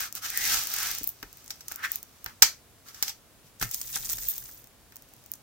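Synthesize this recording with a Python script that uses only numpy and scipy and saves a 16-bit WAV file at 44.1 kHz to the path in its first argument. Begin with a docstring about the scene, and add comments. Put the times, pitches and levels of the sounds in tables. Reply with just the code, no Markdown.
"""Film-covered canvas on a desk

A craft canvas covered in plastic film is swung round on a cutting mat, measured with a tape, then smoothed by hand.
Friction noise and narrow noise bands give its hiss and rasp; clusters of micro-impacts give snaps and knocks.
Grain showers and noise follow the palm's pressure; the plastic tape case rings through a bank of resonances.
Two close microphones hear it in a small, dry room with faint steady air."""
import sys
import numpy as np
from scipy import signal
from scipy.fft import rfft, irfft, next_fast_len
from scipy.io import wavfile
from scipy.ndimage import uniform_filter1d

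SR = 44100
rng = np.random.default_rng(int(sys.argv[2]) if len(sys.argv) > 2 else 0)


def put_to_file(sound):
    """Save the sound as 16-bit audio at rate SR, in the file named by the first command-line argument."""
    columns = np.atleast_2d(sound).T  # one column per channel
    safe = np.clip(columns, -1, 1)
    whole_steps = np.round(safe * 32767)
    wavfile.write(sys.argv[1], SR, whole_steps.astype(np.int16))


N = 239110
TIME = np.arange(N) / SR

# Levels in the tables are relative: each layer adds its own gain. Spectra give shape only.
# Steady air of the room. Each row: frequency in Hz, relative density in dB.
AIR_SPECTRUM = [(15, -46.5), (25, -3), (111, -1), (185, -9), (217, -6), (277, -7.5), (317, -8),
                (405, -10.5), (607, -11.5), (695, -11), (796, -13), (1790, -17), (2550, -18),
                (16000, -20.5)]
AIR_DB = -57
# Likeness of the two microphones in diffuse sound. 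Each row: frequency in Hz, correlation from -1 to 1.
MICROPHONE_LIKENESS = [(60, .64), (300, .68), (700, .72), (1400, .58), (3000, .25), (6000, .06),
                       (15000, .06)]
LEFT_LAG_S = .0001
ROOM_T60_S = 0.2
CUTOFF_HZ = 15900

# Speed of the swung canvas, as friction level. Each row: time in seconds, level in dB.
SWING = [(0.29, -39), (0.308, -45), (0.476, -30.5), (0.542, -28.5), (0.668, -42.5), (0.778, -36),
         (0.908, -37), (1.09, -56.5), (1.15, -88)]
SWING_HISS_DB = 4
# Short swells of friction: shifting canvas and tape, a pat's hissing tail, fingers resting on film.
# Each row: loudest moment in seconds, length in seconds, hiss level in dB, rasp level in dB.
FRICTION_SWELLS = [(0.012, .11, -32.5, -39), (0.171, .04, -38.5, -49), (0.256, 0.059, -33.5, -40.5),
                   (1.41, 0.64, -57.5, -69.5), (1.719, 0.058, -48.5, -57), (1.804, 0.0585, -66, -45),
                   (1.849, 0.032, -35.5, -29), (1.934, .08, -43, -62.5), (2.15, 0.77, -63.5, -70),
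                   (2.29, 0.054, -57, -52), (2.885, 0.0493, -50, -54.5), (2.988, .13, -51, -57.5),
                   (3.083, 0.063, -39.5, -54), (3.47, .06, -60.5, -85), (5.149, 0.5, -66.5, -90)]
# Sliding friction. Each row: frequency in Hz, relative density in dB.
SLIDE_SPECTRUM = [(40, -3), (130, -14.5), (320, -16), (560, -20), (780, -8.5), (1050, -19), (2300, -6),
                  (3300, -4.5), (4400, -3), (5900, 1.5), (8000, -5.5), (10500, -8.5), (14700, -1),
                  (16000, -8.5)]
GRIT_PER_S, GRIT_SPREAD_DB = 700, 5
# The weave catching on the mat during the swing.
# Each row: time in seconds, level above the friction in dB, pitch in Hz, bandwidth in Hz.
SWING_RASP = [(.3, -3, 1807, 595.6), (.35, 0.5, 1842, 199.1), (.48, -7, 2000, 450), (.55, -8, 1420, 550.3),
              (.72, -8, 1378, 400), (.85, -0.5, 1553, 1007), (1, -12.5, 1506, 1008)]
# a stronger swell rasps higher: pitch at the usual level, and its climb
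RASP_HZ, RASP_USUAL_DB, RASP_HZ_PER_DB = 1545, -40, 20.5
RASP_WIDTH_HZ = 400

# The loudest creases snapping. Each row: time in seconds, body level in dB, sizzle above the body in dB.
SNAPS = [(.0054, -44, 11), (.125, -41.5, 2.5), (.1515, -41.5, 8), (.3737, -30.5, 6.5), (.7388, -35, 6.5),
         (.785, -32.5, -3), (.984, -38.5, 4), (1.032, -41, 7), (1.041, -48.5, 19), (1.0735, -44.5, 19),
         (1.0904, -47, 16), (1.478, -46.5, -9), (1.682, -37.5, 1), (1.7195, -39.5, 2), (1.7588, -43, 6),
         (1.9177, -41, 15), (1.9569, -41, 12.5), (2.0287, -47, 7), (2.2428, -50.5, 14.5),
         (3.0249, -28.5, 4.5), (3.712, -38.5, 6), (3.7441, -32.5, 3), (3.814, -34, -2), (3.958, -32.5, -4),
         (4.097, -33, -6), (4.1304, -41, 13), (4.286, -47, 25.5), (4.3799, -41.5, 8), (4.966, -49.5, 5),
         (5.3163, -49.5, 17.5), (5.3365, -41.5, -2)]
# Film flexed so that faint creases give at random. 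Each row: start in seconds, end in seconds, mean level in dB.
FLEXES = [(0.299, .95, -41.5), (0.949, 1.109, -55), (1.297, 1.504, -59), (1.675, 2.021, -59),
          (4.454, 4.697, -60), (4.948, 5.358, -58.5)]
TICKS_PER_S, TICK_SPREAD_DB, TICK_SIZZLE_DB = 20, 3.5, 6.5
# Body of a snap. Each row: frequency in Hz, relative density in dB.
SNAP_BODY_SPECTRUM = [(200, -0.5), (900, -16), (1800, -13.5), (3500, -14.5), (6300, 3), (8500, -2.5),
                      (11000, -2.5), (16000, -26)]
# Sizzling top of a snap. Each row: frequency in Hz, relative density in dB.
SNAP_TOP_SPECTRUM = [(1000, -42.5), (9000, -28), (12000, -14), (14800, -1.5), (16000, -8)]
SNAP_LOW_HZ = 500   # thin film radiates little bass

# Fingers and canvas landing on the desk.
# Each row: time in seconds, knock level in dB, thud against the knock in dB, desk boom against the knock in dB.
PATS = [(1.011, -43, -0.5, -11), (1.228, -29.5, -12.5, -30), (1.715, -31.5, -24, -30),
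        (2.261, -26.5, -24.5, -32), (3.445, -62, -5, 9), (3.614, -25.5, -23, -18),
        (3.626, -19.5, -22, -19.5), (3.963, -27, -30, -24), (4.183, -37.5, -23, -25), (4.49, -44, -28, -27),
        (4.922, -46, -32, -37)]
# Knock of a pat. Each row: frequency in Hz, relative density in dB.
PAT_KNOCK_SPECTRUM = [(80, 4), (300, -15.5), (550, -13), (800, 1), (1100, -3.5), (1500, 8), (2200, 0.5),
                      (3200, -5), (9000, -30.5)]
# Thud of a pat. Each row: frequency in Hz, relative density in dB.
PAT_THUD_SPECTRUM = [(40, -9.5), (150, -5.5), (290, 1), (450, -8.5), (650, -17), (2000, -37)]
# The film's slap in a pat. Each row: frequency in Hz, relative density in dB.
PAT_SLAP_SPECTRUM = [(800, -14), (2500, -42.5), (4000, -6.5), (5800, -3.5), (9500, -23), (14500, 0),
                     (16000, -17.5)]
SLAP_DB = -7   # against the knock
DESK_MODE_HZ, DESK_MODE_WIDTH_HZ = 138, 24
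# the whole desk sways after a blow
SWAY_HZ, SWAY_WIDTH_HZ, PAT_SWAY_DB, TAP_SWAY_DB = 44, 12, 52.5, 5.5

# Pressure of the palm stroking the film. Each row: time in seconds, skin level in dB, desk rumble level in dB.
PRESS = [(3.61, -60, -60.5), (3.658, -52, -71), (3.782, -45, -63), (4.172, -44, -54), (4.29, -41.5, -62),
         (4.434, -48, -62), (4.608, -58.5, -74), (4.72, -79, -80)]
SKIN_DB, CRINKLE_DB, RUMBLE_DB = 4, 0.5, 5.5   # each layer against the pressure
# Folds flattened in the film. Each row: middle in seconds, crinkle level in dB, sizzle level in dB.
FOLDS = [(1.085, -56, -35), (3.627, -29.5, -33), (3.735, -41.5, -49), (3.958, -29, -49), (4.044, -38, -49),
         (4.114, -32.5, -33), (4.305, -64, -29.5)]
FOLD_S = 0.036   # time one takes to flatten
# Facets of the film crackling by their size.
# Each row: resonance in Hz, bandwidth in Hz, level in dB, mean rate in snaps per second.
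FACETS = [(1770, 1460, -17, 180), (3540, 390, -16, 280), (6220, 2400, -4.5, 330), (8950, 6400, -9, 370)]
# Fine crinkle. Each row: frequency in Hz, relative density in dB.
CRINKLE_SPECTRUM = [(150, -18), (550, -42), (1100, -22), (1800, -1.5), (3000, -6), (6300, 11), (10500, 5.5),
                    (14700, 2), (16000, -3.5)]
# Skin on film. Each row: frequency in Hz, relative density in dB.
SKIN_SPECTRUM = [(500, -28), (2000, -37), (6000, -19), (10500, -12.5), (13000, -3), (14800, 5.5),
                 (16000, -8.5)]
# Desk under the moving palm. Each row: frequency in Hz, relative density in dB.
RUMBLE_SPECTRUM = [(20, 3.5), (45, 10), (75, -11), (125, 1), (220, -15.5), (600, -24), (2000, -63)]
# the weight of the palm settles on the desk near the start of the stroke
SETTLE_S, SETTLE_LENGTH_S, SETTLE_DB = 3.645, 0.061, -39.5

# Tape and its hard plastic case knocking. Each row: time in seconds, level in dB, share of ringing in dB.
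TAPS = [(1.5053, -23, -5.5), (1.607, -37.5, 0), (2.422, 4, -3.5), (2.427, -8.5, -2.5), (2.885, -36.5, -7),
        (2.945, -38, 0), (3.026, -16.5, -3.5), (3.031, -20.5, -8), (3.08, -21.5, -5), (3.093, -26.5, -2)]
# Resonances of the case. Each row: frequency in Hz, bandwidth in Hz, gain in dB.
CASE_MODES = [(818, 86, -5), (1440, 380, -4), (2275, 300, -4), (3840, 240, -9.5), (5460, 660, 5),
              (6156, 530, 7.5), (6240, 190, 4), (7640, 640, -1.5), (13500, 490, 1.5), (15100, 630, -3)]
# Crack of the case. Each row: frequency in Hz, relative density in dB.
CASE_CRACK_SPECTRUM = [(30, -11.5), (100, -17), (350, -12), (600, -14), (1000, -14), (3000, -0.5),
                       (5600, 9.5), (9800, -8), (13500, 2), (16000, 0)]
ONSET_LEAD_S, ONSET_DB = 0.0021, -26.5   # a faint onset just before each knock softens its attack
CHATTER_S = 0.052   # decay setting of a knock
TAP_THUD_DB = -3.5   # the desk's thud under the case


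def from_db(db):
    """Decibels express an amplitude ratio as 20 times its logarithm."""
    return 10 ** (np.asarray(db) / 20)


def rms_one(x):
    """Dividing by the root mean square sets the mean power to one."""
    return x / np.sqrt(np.mean(x ** 2) + 1e-20)


def unit_energy(pair):
    """Dividing by the norm gives each channel unit energy."""
    return pair / np.linalg.norm(pair, axis=-1, keepdims=True)


def at_hz(points, hz):
    """A spectrum is interpolated on a logarithmic frequency axis."""
    known_hz, values = np.transpose(points)
    return np.interp(np.log(hz + 1e-3), np.log(known_hz), values)


def in_time(rows):
    """Straight lines join the control points of each column."""
    s, *columns = np.transpose(rows)
    return [np.interp(TIME, s, column) for column in columns]


def during(rows):
    """A moving average softens the ends of a gate that is one while a gesture lasts."""
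    inside = (TIME >= rows[0][0]) & (TIME <= rows[-1][0])
    return uniform_filter1d(1. * inside, size=600)


def swells(times, lengths_s, levels_db):
    """A level that rises and falls smoothly follows a Gaussian bell."""
    lengths_s = np.broadcast_to(lengths_s, len(times))
    return sum(from_db(db) * np.exp(-(2 * (TIME - s) / length) ** 2)
               for s, length, db in zip(times, lengths_s, levels_db))


def drift(rate):
    """Random knots, rate per second, joined by lines make a slow fluctuation of rms 1."""
    knots = rng.standard_normal(8192)
    return rms_one(np.interp(TIME * rate, np.arange(len(knots)), knots))


def convolve(x, response):
    """A linear system's output is its input convolved with its impulse response."""
    return signal.fftconvolve(np.atleast_2d(x), np.atleast_2d(response), axes=1)[:, :N]


def colour(x, spectrum, size=4096):
    """A causal minimum-phase filter, from the folded cepstrum, keeps the power of white noise."""
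    level_db = at_hz(spectrum, np.fft.rfftfreq(size, 1 / SR))
    cepstrum = irfft(np.log(from_db(level_db)))
    cepstrum[1:size // 2] *= 2
    cepstrum[size // 2 + 1:] = 0
    response = irfft(np.exp(rfft(cepstrum)))
    return convolve(x, response / np.linalg.norm(response))


def resonance(x, hz, width_hz):
    """A two-pole resonator has a gain near 1 at its peak and a bandwidth set by its pole radius."""
    r = np.exp(-np.pi * width_hz / SR)
    zeros = np.array([1, 0, -1]) * (1 - r * r) / 2
    poles = [1, -2 * r * np.cos(2 * np.pi * hz / SR), r * r]
    return signal.lfilter(zeros, poles, x)


def spread(pair):
    """Mid and side weights give two unrelated signals a coherence high in the bass, low in the treble."""
    size = next_fast_len(pair.shape[1])
    alike = np.clip(at_hz(MICROPHONE_LIKENESS, np.fft.rfftfreq(size, 1 / SR)), -.99, .99)
    mid, side = rfft(pair, size) * np.sqrt([(1 + alike) / 2, (1 - alike) / 2])
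    return irfft([mid + side, mid - side], size)[:, :pair.shape[1]]


def noise():
    """White noise reaches the two microphones as a diffuse field."""
    return spread(rng.standard_normal((2, N)))


def grains(per_s, size_spread_db, t60):
    """Random snaps with exponentially distributed sizes in dB decay as noise; rms 1."""
    sizes = from_db(size_spread_db * np.minimum(rng.exponential(1, N), 4))
    born = rng.random(N) < per_s / SR
    decay_per_sample = np.exp(-np.log(1000) / (t60 * SR))
    envelope = signal.lfilter([1], [1, -decay_per_sample], sizes * born + 1e-18)
    return rms_one(envelope * noise())


def bursts(times, levels_db, t60s, size=8192):
    """A contact is a dying cluster of micro-impacts, whitened, with an energy set by its level."""
    out, age = np.zeros((2, N + size)), np.arange(size) / SR
    for s, db, t60 in zip(times, levels_db, t60s + np.zeros(len(times))):
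        decay = from_db(-60 * age / t60)
        spectrum = rfft(rng.standard_normal((2, size)) * decay)
        # whitening smears the decay, so it is shortened again
        burst = irfft(spectrum / np.abs(spectrum)) * np.sqrt(decay)
        start = max(round(s * SR), 0)
        out[:, start:start + size] += from_db(db) * unit_energy(burst)
    return spread(out[:, :N])


def pushes(times, levels_db):
    """A blow much shorter than a mode's period acts as one impulse."""
    return np.bincount(np.round(times * SR).astype(int), from_db(levels_db), N)


def skipping(pitch_hz, width_hz, side_db):
    """Stick-slip of the weave is a carrier modulated by slow noise, narrower when regular; rms 1."""
    memory = .9
    # the skips lose step with one another faster when the band is wide
    clock = np.cumsum(np.pi * np.broadcast_to(width_hz, N) / (1 - memory)) / SR
    complex_noise = rng.standard_normal((2, N)) + 1j * rng.standard_normal((2, N))
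    skips = signal.lfilter([1], [1, -memory], complex_noise)
    mid, side = (np.interp(clock % N, np.arange(N), row) for row in skips)
    carrier = np.exp(2j * np.pi * np.cumsum(pitch_hz) / SR)
    band = np.real((mid + from_db(side_db) * side * [[1], [-1]]) * carrier)
    return rms_one(signal.sosfilt(signal.butter(4, 1180, "high", fs=SR, output="sos"), band))


def delayed(x, seconds):
    """Propagation delays a signal by path length over sound speed."""
    return np.interp(TIME - seconds, TIME, x)


def from_the_right(pair):
    """Difference in arrival time: sound from the right reaches the left microphone a little later."""
    return np.array([np.roll(pair[0], round(LEFT_LAG_S * SR)), pair[1]])


def room_air():
    """Stationary noise with a mostly falling spectrum forms the room's faint background."""
    return from_db(AIR_DB) * colour(noise(), AIR_SPECTRUM)


def sliding_canvas():
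    """Sliding friction radiates fine hiss with a little grit, its level following the swing and the swells."""
    swing_db, = in_time(SWING)
    s, length_s, hiss_db, _ = np.transpose(FRICTION_SWELLS)
    swing_level = from_db(swing_db + SWING_HISS_DB) * during(SWING)
    level = swing_level + swells(s, length_s, hiss_db)
    grit = grains(per_s=GRIT_PER_S, size_spread_db=GRIT_SPREAD_DB, t60=0.0015)
    friction = noise() + from_db(-6.5) * grit
    flutter_db = 0.76 * drift(70)
    return level * from_db(flutter_db) * colour(friction, SLIDE_SPECTRUM)


def rasping_weave():
    """Stick-slip rasp rides on the swing's speed; in a short swell its pitch climbs with the level."""
    swing_db, = in_time(SWING)
    grip_db, pitch_hz, width_hz = in_time(SWING_RASP)
    swing_level = from_db(swing_db + grip_db) * during(SWING_RASP)
    swung = swing_level * skipping(pitch_hz, width_hz, side_db=-7.5)
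    s, length_s, _, rasp_db = np.transpose(FRICTION_SWELLS)
    swell = swells(s, length_s, rasp_db)
    swell_db = 20 * np.log10(np.maximum(swell, .002))
    swell_hz = RASP_HZ + RASP_HZ_PER_DB * (swell_db - RASP_USUAL_DB)
    return swung + swell * skipping(swell_hz, RASP_WIDTH_HZ, side_db=-2)


def faint_ticks():
    """Creases give at random, one in each time slot of a flex; rows are laid out as in SNAPS."""
    rows = []
    for start, end, db in FLEXES:
        for slot in np.arange(start, end, 1 / TICKS_PER_S):
            s = rng.uniform(slot, min(slot + 1 / TICKS_PER_S, end))
            rows.append((s, db + TICK_SPREAD_DB * rng.standard_normal(), TICK_SIZZLE_DB))
    return rows


def film_snaps():
    """Snap-through buckling: a crease flips suddenly, a thin tick with a shorter sizzling top."""
    s, level_db, sizzle_db = np.vstack([SNAPS, faint_ticks()]).T
    body_burst = bursts(s + 0.00071, level_db, t60s=0.015)
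    top_burst = bursts(s + 0.00061, level_db + sizzle_db, t60s=0.0046)
    body = from_db(26.5) * colour(body_burst, SNAP_BODY_SPECTRUM)
    top = from_db(28.5) * colour(top_burst, SNAP_TOP_SPECTRUM)
    return signal.sosfilt(signal.butter(2, SNAP_LOW_HZ, "high", fs=SR, output="sos"), body + top)


def pats():
    """A soft impact excites several bodies: canvas knocks and thuds, desk booms and sways, film slaps."""
    s, knock_db, thud_db, boom_db = np.transpose(PATS)
    knock = from_db(16.5) * colour(bursts(s, knock_db, t60s=0.0456), PAT_KNOCK_SPECTRUM)
    # long waves: the same at both microphones
    thud_burst = bursts(s, knock_db + thud_db, t60s=0.087)[0]
    thud = from_db(23) * colour(thud_burst, PAT_THUD_SPECTRUM)
    boom = from_db(52.0) * resonance(pushes(s, knock_db + boom_db), DESK_MODE_HZ, DESK_MODE_WIDTH_HZ)
    sway = resonance(pushes(s, knock_db + thud_db + PAT_SWAY_DB), SWAY_HZ, SWAY_WIDTH_HZ)
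    slap = from_db(24) * colour(bursts(s, knock_db + SLAP_DB, t60s=0.021), PAT_SLAP_SPECTRUM)
    return knock + thud + boom + sway + slap


def smoothing_palm():
    """Pressure drives friction and buckling: skin sizzles, facets and folds crackle, the desk rumbles."""
    press, weight = from_db(in_time(PRESS)) * during(PRESS)
    s, crinkle_db, sizzle_db = np.transpose(FOLDS)
    crinkle = from_db(CRINKLE_DB) * press + swells(s, FOLD_S, crinkle_db)
    sizzle = from_db(SKIN_DB) * press + swells(s, FOLD_S, sizzle_db)
    fine = from_db(-4.5) * colour(grains(per_s=1300, size_spread_db=8.0, t60=0.0066), CRINKLE_SPECTRUM)
    facets = sum(from_db(db) * rms_one(resonance(grains(per_s, size_spread_db=4, t60=0.016), hz, width))
                 for hz, width, db, per_s in FACETS)
    skin = colour(grains(per_s=2000, size_spread_db=-0.5, t60=0.0029), SKIN_SPECTRUM)
    settling = swells([SETTLE_S], SETTLE_LENGTH_S, [SETTLE_DB])
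    rumble = (from_db(RUMBLE_DB) * weight + settling) * colour(noise(), RUMBLE_SPECTRUM)
    return crinkle * (fine + facets) + sizzle * skin + rumble


def tape_case():
    """Impact excites the modes of a hollow shell, with a soft onset, then chatter; the desk thuds and sways."""
    landings = np.array(TAPS)
    onsets = landings + [-ONSET_LEAD_S, ONSET_DB, 0]
    s, level_db, ring_db = np.vstack([landings, onsets]).T
    contact = bursts(s, level_db + ring_db, CHATTER_S)
    # neighbouring modes have opposite signs
    shell = sum((-1) ** k * from_db(db) * resonance(contact, hz, width)
                for k, (hz, width, db) in enumerate(CASE_MODES))
    crack = colour(bursts(s, level_db, CHATTER_S), CASE_CRACK_SPECTRUM)
    thud = resonance(pushes(s, level_db + TAP_THUD_DB), DESK_MODE_HZ, DESK_MODE_WIDTH_HZ)
    sway = resonance(pushes(s, level_db + TAP_SWAY_DB), SWAY_HZ, SWAY_WIDTH_HZ)
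    return from_db(24.5) * shell + from_db(17) * crack + thud + sway


def room(x, wet_db, desk_echo_db, desk_echo_s, size=16384):
    """Reflection and reverberation: an early echo off the desk, then a diffuse tail that the walls dull."""
    age = np.arange(size) / SR
    decay = from_db(-60 * age / ROOM_T60_S) * (age > .003)
    tail = unit_energy(spread(rng.standard_normal((2, size))) * decay)
    walls = signal.butter(1, 11000 / (SR / 2))
    reverberation = signal.lfilter(*walls, convolve(x[0], tail))
    echo = np.array([delayed(side, desk_echo_s) for side in x])
    return x + from_db(desk_echo_db) * echo + from_db(wet_db) * reverberation


def scene():
    """Superposition: the handling sounds in the room add to its faint steady air."""
    air = room_air()
    on_desk = sliding_canvas() + rasping_weave() + from_the_right(pats() + tape_case())
    desk = room(on_desk, wet_db=-8.0, desk_echo_db=-18.0, desk_echo_s=0.0024)
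    film = room(film_snaps() + smoothing_palm(), wet_db=-10.0, desk_echo_db=-16.5, desk_echo_s=0.005)
    return air + desk + film


def record(dry):
    """Band limits and soft saturation: deepest rumble shed, loud peaks rounded, top cut."""
    lean = signal.sosfilt(signal.butter(2, 32, "high", fs=SR, output="sos"), dry)
    rounded = 1.1 * np.tanh(lean / 1.1)
    return signal.sosfilt(signal.ellip(10, .1, 70, CUTOFF_HZ, fs=SR, output="sos"), rounded)


dry = scene()
out = record(dry)
put_to_file(out)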